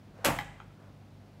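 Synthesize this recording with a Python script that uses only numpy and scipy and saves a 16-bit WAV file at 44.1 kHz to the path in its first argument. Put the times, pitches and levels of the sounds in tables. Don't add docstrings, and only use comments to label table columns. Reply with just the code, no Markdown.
import sys
import numpy as np
from scipy import signal
from scipy.fft import rfft, irfft
from scipy.io import wavfile

SR = 44100
rng = np.random.default_rng(int(sys.argv[2]) if len(sys.argv) > 2 else 0)


def int16_out(signal):
    q = np.round(np.clip(np.atleast_2d(signal).T, -1, 1) * 32767)
    wavfile.write(sys.argv[1], SR, q.astype(np.int16))


N = 61739
T = np.arange(N) / SR
BIN_HZ = np.arange(N // 2 + 1) * SR / N


def from_db(db):
    return 10 ** (np.asarray(db) / 20)


def curve(points):
    hz, value = np.transpose(points)
    return np.interp(np.log(np.maximum(BIN_HZ, 1)), np.log(hz), value)


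def noise(colour):
    return irfft(rfft(rng.standard_normal(N)) * from_db(curve(colour)), N)


def hit_envelope(t60, rise_s):
    shape = from_db(-60 * T / t60) * (1 - np.exp(-T / rise_s))
    return shape / np.sqrt(np.sum(shape ** 2))


def delayed(sound, seconds):
    return np.concatenate([np.zeros(int(seconds * SR)), sound])[:N]


def mode(hz, t60):
    return np.sin(2 * np.pi * hz * T) * from_db(-60 * T / t60)


def struck(modes, rise_s):
    ring = sum((-1) ** k * from_db(db) * mode(hz, t60) for k, (hz, db, t60) in enumerate(modes))
    return ring * (1 - np.exp(-T / rise_s))


# frequency in Hz, level in dB.
AIR_EQ = [(25, -65), (48, -34.5), (70, -43), (110, -35), (190, -39), (280, -41.5), (400, -46), (700, -48.5),
          (1100, -55), (2000, -60), (4500, -66), (8000, -75), (15000, -79.5)]
def ventilation():
    return noise(AIR_EQ)


# frequency in Hz, RMS level in dB.
HUM_PARTIALS = [(100, -57), (149, -62.5), (199, -64), (249, -73)]
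def mains_hum(waver_depth=0.24):
    hum = 0
    for hz, db in HUM_PARTIALS:
        drift = noise([(1, 0), (6, 0), (40, -50), (200, -120)])
        waver = waver_depth * drift / drift.std()
        phase = 2 * np.pi * (hz * T + rng.random())
        hum += from_db(db) * np.sqrt(2) * (np.sin(phase) + waver * np.sin(phase + 1))
    return hum


# band centre in Hz, time to fall 60 dB in seconds.
ROOM_DECAY = [(100, 1), (800, 0.76), (2500, 0.77), (5000, 0.49), (8000, 0.58), (10500, 0.35), (15000, 0.15)]
WALL_DELAY_S = 0.003
def room(colour, rise_s=0.0022, early_db=6):
    spectrum = rfft(noise(colour))
    tail = 0
    for centre, t60 in ROOM_DECAY:
        band = curve([(hz, hz == centre) for hz, _ in ROOM_DECAY])
        tail += irfft(spectrum * band, N) * hit_envelope(t60, rise_s)
    early = noise(colour) * hit_envelope(t60=0.14, rise_s=rise_s)
    return tail + from_db(early_db) * early


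def in_room(sound, send_db):
    reverb = signal.fftconvolve(sound, room(colour=[(1, 0)]))
    return sound + from_db(send_db) * delayed(reverb, WALL_DELAY_S)


# frequency in Hz, level in dB.
FRICTION_EQ = [(100, -54), (280, -47), (600, -33.5), (900, -43.5), (1350, -43), (2200, -54), (3200, -60),
               (8000, -70.5), (16000, -83)]
# midpoint in seconds, length in seconds, gain in dB.
BOLT_MOVES = [(0.225, 0.19, -1), (0.852, 0.17, -8)]
def bolt_slide():
    swells = sum(from_db(db) * np.cos(np.pi * np.clip((T - middle) / length, -0.5, 0.5))
                 for middle, length, db in BOLT_MOVES)
    return noise(FRICTION_EQ) * swells


# frequency in Hz, level in dB, 60 dB decay in seconds.
TAP_MODES = [(810, -47, 0.028), (1050, -48, 0.011), (1320, -42, 0.022), (1560, -45, 0.0078),
             (2450, -51.5, .012), (3190, -52.5, .014), (3950, -58, .008), (6500, -57, 0.0046)]
# start in seconds, gain in dB.
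TAP_HITS = [(0.6013, 6.5), (0.7055, -11.5)]
def loose_parts():
    tap = struck(TAP_MODES, rise_s=0.0006)
    taps = sum(from_db(db) * delayed(tap, start) for start, db in TAP_HITS)
    return in_room(taps, send_db=-11)


# frequency in Hz, level in dB, 60 dB decay in seconds.
LATCH_MODES = [(806, -26.5, 0.043), (1135, -26.5, .014), (1684, -29, 0.042), (1865, -35, 0.022),
               (1987, -19, 0.016), (2270, -32, .01), (3125, -34.5, 0.032), (3820, -39, 0.014)]
# frequency in Hz, level in dB.
SNAP_EQ = [(600, -34), (2000, -6), (4500, -19.5), (8000, -19), (10000, -26.5), (12000, -22), (16000, -34)]
# start in seconds, gain in dB.
LATCH_HITS = [(0.3878, 1), (0.4108, -11.5)]
def latch(rise_s=0.00095):
    ring = struck(LATCH_MODES, rise_s)
    clicks = 0
    for start, db in LATCH_HITS:
        snap = noise(SNAP_EQ) * hit_envelope(t60=0.008, rise_s=rise_s)
        clicks += from_db(db) * delayed(ring + snap, start)
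    return in_room(clicks, send_db=-10.5)


# frequency in Hz, level in dB, 60 dB decay in seconds.
DOOR_MODES = [(46, -45, 1.2), (74, -41, .6), (122, -34, .55), (149, -37, .8), (176, -42, .8),
              (306, -35, .4), (541, -40, .5), (568, -38, .45), (755, -41, .45), (805, -44, .5),
              (1166, -47, .5), (1945, -46, .45), (2836, -50, .35), (3143, -51, .55)]
# frequency in Hz, level in dB, 60 dB decay in seconds.
KNOCK_MODES = [(278, -27, 0.039), (562, -22.5, 0.061), (977, -36, 0.025), (1400, -42, 0.06)]
# frequency in Hz, level in dB.
PANEL_EQ = [(40, 12), (110, 12.5), (270, 15.5), (390, 7), (560, 12), (950, 12.5), (1500, 4.5), (2500, 4),
            (4000, -16), (9000, -16)]
# start in seconds, gain in dB.
DOOR_HITS = [(0.2536, 3.5), (0.2670, 1.5), (0.2838, -0.5)]
def door(build_cycles=2.8):
    ring = 0
    for k, (hz, db, t60) in enumerate(DOOR_MODES):
        bloom = 1 - np.exp(-T * hz / build_cycles)
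        ring += (-1) ** k * from_db(db) * mode(hz, t60) * bloom
    knock = struck(KNOCK_MODES, rise_s=0.0021)
    thuds = 0
    for start, db in DOOR_HITS:
        rattle = noise(PANEL_EQ) * hit_envelope(t60=0.33, rise_s=0.0032)
        thuds += from_db(db) * delayed(knock + rattle, start)
    return delayed(ring, DOOR_HITS[0][0]) + thuds


# frequency in Hz, level in dB.
STEEL_EQ = [(150, -15.5), (600, 1.5), (1300, 6.5), (2400, 6.5), (3200, 3.5), (4200, -2.5), (6000, -3.5),
            (7500, -0.5), (9800, -7.5), (11200, -2), (15000, -12)]
# start in seconds, gain in dB, tilt around 4 kHz in dB per octave.
BOLT_HITS = [(0.2434, -21.5, -8.5), (0.247, -1, 1), (0.2536, -5, 0.5), (0.2627, -11.5, -4)]
def bolt_cracks(direct_db=1.5, reverb_db=-3):
    cracks = 0
    for start, db, tilt in BOLT_HITS:
        colour = [(hz, level + tilt * np.log2(hz / 4000)) for hz, level in STEEL_EQ]
        burst = noise(colour) * hit_envelope(t60=0.012, rise_s=0.0016)
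        reverb = delayed(room(colour), WALL_DELAY_S)
        crack = from_db(direct_db) * burst + from_db(reverb_db) * reverb
        cracks += from_db(db) * delayed(crack, start)
    return cracks


def scene():
    lock = bolt_slide() + bolt_cracks() + door() + latch() + loose_parts()
    return (lock + ventilation() + mains_hum())[None]


def record(dry, low_cut_hz=35, high_cut_hz=15700):
    low_cut = signal.butter(8, low_cut_hz, "high", fs=SR, output="sos")
    high_cut = signal.ellip(10, 0.2, 70, high_cut_hz, fs=SR, output="sos")
    return signal.sosfilt(high_cut, signal.sosfilt(low_cut, dry))


dry = scene()
out = record(dry)
int16_out(out)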